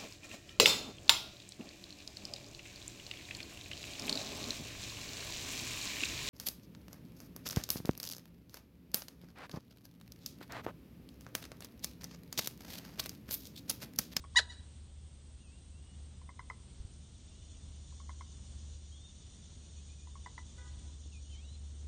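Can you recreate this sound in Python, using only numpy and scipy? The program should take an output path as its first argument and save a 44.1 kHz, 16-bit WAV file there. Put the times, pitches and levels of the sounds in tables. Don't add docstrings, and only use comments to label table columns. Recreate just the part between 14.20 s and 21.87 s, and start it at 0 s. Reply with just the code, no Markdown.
import sys
import numpy as np
from scipy import signal
from scipy.fft import rfft, irfft, dct, next_fast_len
from scipy.io import wavfile
from scipy.ndimage import uniform_filter1d

SR = 44100
rng = np.random.default_rng(int(sys.argv[2]) if len(sys.argv) > 2 else 0)


def pcm_store(signal):
    levels = np.round(np.clip(np.atleast_2d(signal), -1, 1) * 32767)
    wavfile.write(sys.argv[1], SR, levels.astype(np.int16).T)


def gain_from_db(level_db):
    decades = np.asarray(level_db, float) / 20
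    return 10 ** decades


N = 338247

# frequency in Hz, level in dB per Hz.
AIR_SPECTRUM = [(20, -22.5), (50, -0.5), (75, -1.5), (110, -7), (200, -13.5), (400, -25.5), (800, -33),
                (1600, -37.5), (2400, -36.5), (3300, -32), (4800, -36), (7000, -39.5), (8000, -31),
                (9400, -34)]
# time in seconds, firing rate in Hz, level in dB.
MOTOR_COURSE = [(0, 74.8, -54.5), (.32, 74.9, -52), (.6, 74.7, -55), (1.07, 73.41, -56),
                (1.45, 73.6, -54.5), (1.94, 73.53, -52), (2.5, 73.4, -59), (3.14, 73.4, -54),
                (3.44, 73.3, -49.5), (4.64, 73.5, -50), (5.04, 73.5, -55), (5.26, 73.4, -52.5),
                (5.75, 73.05, -50.5), (6.13, 73.1, -54.5), (6.47, 71.8, -48.5), (6.88, 72.02, -52.5),
                (7.3, 72.1, -48), (7.67, 71.96, -46.5)]
# frequency in Hz, level in dB per Hz.
CICADA_SPECTRUM = [(2400, -39.5), (2900, -4.5), (3550, -2.5), (4400, -3.5), (5000, -8.5), (5800, 1),
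                   (6700, 1), (7100, 3.5), (7400, -11.5)]
# start and length in seconds, first and last Hz, level in dB.
SLURS = [(1.204, .035, 2760, 2860, -73.5), (1.53, .09, 2555, 2780, -78), (1.62, .14, 2813, 2920, -72.5),
         (3.049, 0.42, 610, 644, -84.5), (3.22, .045, 2900, 3090, -75), (3.261, .075, 3547, 3440, -74),
         (3.33, .06, 3300, 2730, -77), (4.715, .09, 3150, 3320, -66.5), (4.8, .115, 3500, 3670, -64.5),
         (6.918, 0.073, 2950, 2436, -68), (7.044, 0.0614, 2880, 2956, -74),
         (7.097, 0.0717, 3130, 3072, -65.5), (7.17, 0.031, 3090, 3253, -66),
         (7.248, .04, 3860, 3854, -62.5), (7.286, 0.077, 3900, 4084, -67), (7.334, .035, 3560, 2554, -75)]
# start and length in seconds, rim and lowest Hz, level in dB.
SCOOPS = [(1.229, .18, 2860, 2482, -74.5), (3.089, .13, 3040, 2700, -75), (5.415, .04, 2550, 2480, -76),
          (5.563, 0.043, 2550, 2447, -73), (5.685, 0.0549, 2520, 2390, -70.5),
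          (5.78, 0.082, 2500, 2410, -73.5), (7.105, .215, 3050, 2100, -71)]
# frequency in Hz, level in dB, fade in dB per second.
HORN_PARTIALS = [(515, -62, -200), (989, -67, 1.2), (1485, -65, -43), (1960, -67, -30.5),
                 (2450, -77.5, -67), (812, -77, 3), (1235, -73, -1), (1648, -76.5, -0.5),
                 (2022, -65.5, -64)]
# start in seconds, peak in dB, frequency in Hz.
BUMPS = [
    (2.601, -35, 55.24),
    (2.649, -34, 73.8),
    (6.86, -44.5, 302.7),
]
# start in seconds, peak in dB, pitch in Hz, second partial in dB, closing knock in dB.
CLUCKS = [(0.04, -47, 1111, -15.5, -0.5), (2.015, -57, 1035, -12.5, -10.5), (2.091, -47.5, 1037, -4, -2.5),
          (2.193, -42, 1026, -2.5, -5.5), (2.3, -40.5, 1026, 2.5, 0.5), (3.724, -60.5, 1043, -18.5, -9.5),
          (3.801, -52, 1099, -14.5, -13), (3.893, -43.5, 1041, -8.5, -3.5), (4.009, -43.5, 1059, -9, -8.5),
          (5.872, -55, 990, -10.5, -11), (5.955, -48.5, 1098, -14.5, -6.5), (6.061, -42.5, 997, -3.5, -1.5),
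          (6.179, -45, 996.4, 2.2, 0.5)]
# seconds, dB, Hz, dB, dB.
CATCH = (.149, -46, 1070, -18, -30)
# multiple of the pitch, level in dB re the fundamental.
CLUCK_UPPER = [(3, -17), (4, -20), (5, -16), (6, -20)]
# multiple of the pitch, level in dB, steepness in dB per dB of effort.
YELP_PARTIALS = [(2, -0.5, 0.23), (3, -8, 1.6), (4, -3.5, 0.37), (5, -15, 0.11), (6, -14.5, 0.71),
                 (7, -11, 0.62), (8, -23, 1.2), (9, -18, 1.2)]
# frequency in Hz, width in Hz, level in dB.
BILL = [(4010, 610, 2), (4610, 600, -14), (6590, 1100, -12), (8900, 700, -21), (1860, 1300, -12)]
# delay in seconds, level in dB.
ECHOES = [
    (.011, -14),
    (0.02, -24.5),
    (0.04, -28.5),
    (0.131, -37),
]
# start in seconds, t60 in seconds, level in dB, dulled above in Hz.
SCATTER = [
    (0.0036, 0.084, -11, 7200),
    (0.023, 0.55, -26.5, 6700),
    (0.023, .6, -12.5, 504),
    (.125, .3, -25.5, 5900),
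]
# frequency in Hz, rounding step in dB over the local level.
GRAIN_STEP = [(900, -35), (1700, -3), (4500, 3), (7000, 4), (8500, 5.5), (9100, 8.5), (9600, 14)]


def rms_one(x):
    return x / np.sqrt(np.mean(x ** 2) + 1e-20)


def span(t0, t1):
    return np.arange(round(t0 * SR), min(round(t1 * SR), N))


def turns(hz):
    return 2 * np.pi * np.cumsum(hz) / SR


def drift(rate_hz, size):
    r = np.exp(-2 * np.pi * rate_hz / SR)
    settled = signal.lfilter([1], [1, -2 * r, r * r], rng.standard_normal(size + SR))[SR:]
    return rms_one(settled)


def resonance(x, hz, width_hz):
    r = np.exp(-np.pi * width_hz / SR)
    gain = (1 - r * r) / 2
    return signal.lfilter([gain, 0, -gain], [1, -2 * r * np.cos(2 * np.pi * hz / SR), r * r], x)


def double_resonance(x, hz, width_hz):
    return resonance(resonance(x, hz, width_hz), hz, width_hz)


def coloured(spectrum):
    size = next_fast_len(N)
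    hz = np.maximum(np.arange(size // 2 + 1) * SR / size, 1)
    points_hz, points_db = np.transpose(spectrum)
    shape_db = np.interp(np.log(hz), np.log(points_hz), points_db, left=-60, right=-60)
    return rms_one(irfft(rfft(rng.standard_normal(size)) * gain_from_db(shape_db), size)[:N])


def air():
    return gain_from_db(-55 + 0.98 * drift(1.416, N)) * coloured(AIR_SPECTRUM)


def motor(t):
    times, rates, levels = np.transpose(MOTOR_COURSE)
    hz, level_db = np.interp(t, times, rates), np.interp(t, times, levels)
    smear = rms_one(resonance(rng.standard_normal(N), 73.9, 6.24))
    tone = np.sin(turns(hz + 0.41 * drift(3.3, N)))
    return gain_from_db(level_db + 1.3 * drift(4.3, N)) * (1.33 * tone + 0.29 * smear)


def cicadas(t):
    full_db, quiet_db, creep_db_per_s = -65.5, -13.5, 1.9
    swell_s, swell_width_s, fade_s, fade_db_per_s = 3, 0.23, 7.2, 8
    quiet = 1 / (1 + np.exp((t - swell_s) / swell_width_s))
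    level_db = full_db + quiet * (quiet_db + creep_db_per_s * t) - fade_db_per_s * np.maximum(t - fade_s, 0)
    throb = np.cos(turns(8.9 + 0.44 * drift(0.65, N)))
    buzz = coloured(CICADA_SPECTRUM) * gain_from_db(0.81 * throb + 1.21 * drift(13, N))
    sharp = rms_one(double_resonance(rng.standard_normal(N), 3550, 90)) * gain_from_db(3.9 * throb - 11.5)
    return gain_from_db(level_db + 1.5) * (buzz + sharp)


def cricket():
    trill = rms_one(double_resonance(rng.standard_normal(N), 8570, 110)) * gain_from_db(1.2 * drift(30, N))
    upper = rms_one(double_resonance(rng.standard_normal(N), 8950, 153)) * gain_from_db(-5)
    return gain_from_db(-76 + 1.5) * (trill + upper)


def whistle(hz, level_db):
    hz = uniform_filter1d(hz, size=400, mode="nearest")
    flutter_db = 1.8 * drift(40, len(hz))
    return gain_from_db(level_db + 1.5 + flutter_db) * np.sin(turns(hz)) * signal.windows.tukey(len(hz), .15)


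def songbirds():
    ease = 3.5
    low_at, start_share = 0.3, 0.84
    out = np.zeros(N)
    for s, length, first_hz, last_hz, level_db in SLURS:
        at = span(s, s + length)
        done = np.linspace(0, 1, len(at))
        share = 1 - (1 - done) ** ease
        out[at] += whistle(first_hz + (last_hz - first_hz) * share, level_db)
    for s, length, rim_hz, lowest_hz, level_db in SCOOPS:
        at = span(s, s + length)
        done = np.linspace(0, 1, len(at))
        climb = np.clip((done - low_at) / (1 - low_at), 0, 1)
        depth = 1 - np.sin(np.pi / 2 * climb) - start_share * np.clip(1 - done / low_at, 0, 1)
        out[at] += whistle(rim_hz + (lowest_hz - rim_hz) * depth, level_db)
    return out


def horn():
    start_s, attack_s, hold_s, drop_s = 6.372, 0.01, 0.084, .05
    echo_db, echo_s = -6, .19
    steps = start_s + np.cumsum([0, attack_s, hold_s, drop_s, echo_s, drop_s])
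    at, out = span(steps[0], steps[-1]), np.zeros(N)
    level_db = np.interp(at / SR, steps, [-30, 0, 0, echo_db, echo_db - 3.5, -22])
    elapsed = (at - at[0]) / SR
    for hz, partial_db, fade_db_per_s in HORN_PARTIALS:
        waver_db = 3.2 * drift(25, len(at))
        tone = np.sin(turns(hz + 6 * drift(25, len(at))))
        out[at] += gain_from_db(partial_db + level_db + fade_db_per_s * elapsed + waver_db) * tone
    return out


def bumps():
    out = np.zeros(N)
    for s, peak_db, hz in BUMPS:
        t = np.arange(round(3 * SR / hz)) / SR
        out[round(s * SR) + np.arange(len(t))] += gain_from_db(peak_db) * np.sin(2 * np.pi * hz * t) * np.exp(-1.6 * hz * t)
    return out


def clucks():
    out, t = np.zeros(N), np.arange(SR // 10) / SR
    muffle = signal.butter(4, 1800, fs=SR, output="sos")
    for s, peak_db, hz, second_db, knock_db in [*CLUCKS, CATCH]:
        length = 7.5 / hz
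        done = np.minimum(t / length, 1)
        phase = turns(hz * (1 - 0.039 * (1 - done) ** 6 - 0.2 * done ** 4))
        swell = done ** 0.37 * (1 - done) ** 1.5
        upper = sum(gain_from_db(g_db) * np.sin(k * phase) for k, g_db in CLUCK_UPPER) * (1 - done)
        tone = (np.sin(phase) + gain_from_db(second_db) * np.sin(2 * phase + 1) + upper) * swell / swell.max()
        tone = tone + gain_from_db(-6.5) * (resonance(tone, hz, 45) + resonance(tone, 2 * hz, 45))
        sacs = resonance(tone, hz, 14) + resonance(tone, 2 * hz, 14)
        tone = tone + gain_from_db(-10 + 4.5 * drift(70, len(t))) * sacs
        burst = rng.standard_normal(len(t)) * np.exp(-np.abs(t - length - .002) / .0012)
        burst = signal.sosfilt(muffle, burst)
        knock = resonance(burst, 0.92 * hz, 900) + gain_from_db(second_db - 9) * resonance(burst, 1.05 * hz, 500)
        cluck = tone + gain_from_db(knock_db) * knock / np.abs(knock).max()
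        out[round(s * SR) + np.arange(len(t))] += gain_from_db(peak_db) * cluck
    return out


def yelp():
    start_s, crest_s, slack_s, end_s, attack_s = .157, .174, 0.1901, .205, 0.006
    at, out = span(start_s, end_s + .01), np.zeros(N)
    t = at / SR
    off, slack = np.abs(t - crest_s), np.maximum(t - slack_s, 0)

    crest_hz, sag_hz, sag_after_s, rise_power, sag_power = 986, 173, .017, 2.9, 2.45
    power = np.where(t < crest_s, rise_power, sag_power)
    phase = turns(np.maximum(crest_hz - sag_hz * (off / sag_after_s) ** power, 300))

    effort_db = 12 * (np.exp(-(off / 0.0061) ** 2) - 1)
    level_db = -20.5 + 0.16 * effort_db - 3194 * slack
    rasp_db = -26 - 796 * np.maximum(slack_s - t, 0) - 1500.5 * slack
    chest_db = level_db - 14 + 0.61 * effort_db + np.minimum(3297.5 * slack, 30)
    voiced = (t < end_s) * np.clip((t - start_s) / attack_s, 0, 1)

    tone = sum(gain_from_db(level_db + g_db + steep * effort_db + 3.0) * np.cos(k * phase + 1.3 * k)
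               for k, g_db, steep in YELP_PARTIALS)
    tone = tone * (1 + gain_from_db(-16.5 + 9.9 * effort_db) * np.cos(phase / 2))
    chest = gain_from_db(chest_db + 3.5) * np.sin(phase)

    opening = np.exp(4 * (np.cos(phase) - 1))
    puffs = gain_from_db(rasp_db + 22.5) * opening * (rng.standard_normal(len(at)) + 0.59) * voiced
    rasp = sum(gain_from_db(g_db) * double_resonance(puffs, hz, 1.7 * width_hz) for hz, width_hz, g_db in BILL)
    out[at] = (tone + chest) * voiced + rasp
    return out


def marsh(x, direct=1):
    t = np.arange(SR * 7 // 10) / SR
    paths = np.zeros(len(t))
    for start, t60, level_db, dull_hz in SCATTER:
        decay_db = -60 * t / t60 + 3.1 * drift(35, len(t))
        haze = rng.standard_normal(len(t)) * gain_from_db(decay_db) * (t > start)
        keep = np.exp(-2 * np.pi * dull_hz / SR)
        dulled = signal.lfilter([1 - keep], [1, -keep], haze)
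        paths += gain_from_db(level_db) * dulled / np.sqrt(np.sum(haze ** 2))
    paths = paths - 0.73 * resonance(paths, 1890, 1300)
    for lag, level_db in ECHOES:
        paths[round(lag * SR)] += gain_from_db(level_db)
    return direct * x + signal.fftconvolve(x, paths)[:N]


def scene():
    t = np.arange(N) / SR
    background = air() + motor(t) + cicadas(t) + cricket()
    far_birds = marsh(songbirds(), direct=0.62) * gain_from_db(5)
    bird = marsh(yelp() + clucks())
    return (background + far_birds + horn() + bumps() + bird)[None]


def grainy_spectrum(x, size=1024):
    half, count = size // 2, N // size + 2
    window = np.sin(np.pi * (np.arange(2 * size) + .5) / (2 * size))
    index = np.arange(count + 1)[:, None] * size + np.arange(2 * size)
    frames = np.pad(x, (size, 3 * size))[index] * window
    a, b, c, d = np.split(frames, 4, axis=1)
    lines = dct(np.hstack([-c[:, ::-1] - d, a - b[:, ::-1]]), type=4, norm="ortho")
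    local = np.sqrt(uniform_filter1d(lines ** 2, size=70, axis=1) + 1e-18)
    local = np.minimum(local, gain_from_db(6) * np.median(local, axis=0))
    hz, step_db = np.transpose(GRAIN_STEP)
    whim = uniform_filter1d(rng.standard_normal((count + 1, size // 10 + 1)), size=3, axis=0)
    whim = whim.repeat(10, axis=1)[:, :size]
    step = local * gain_from_db(np.interp(np.arange(size) * SR / size / 2, hz, step_db) + 5.5 * whim)
    rounded = np.sign(lines) * step * np.floor(np.abs(lines) / step + .4)
    folded = dct(rounded, type=4, norm="ortho")
    u, v = folded[:, :half], folded[:, half:]
    frames = np.hstack([v, -v[:, ::-1], -u[:, ::-1], -u]) * window
    return (frames[1:, :size] + frames[:-1, size:]).ravel()[:N]


def band_limit(x):
    return signal.sosfilt(signal.butter(12, 9930, fs=SR, output="sos"), x)


def record(dry):
    mix = grainy_spectrum(dry[0])[None]
    return band_limit(mix)


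dry = scene()
out = record(dry)
pcm_store(out)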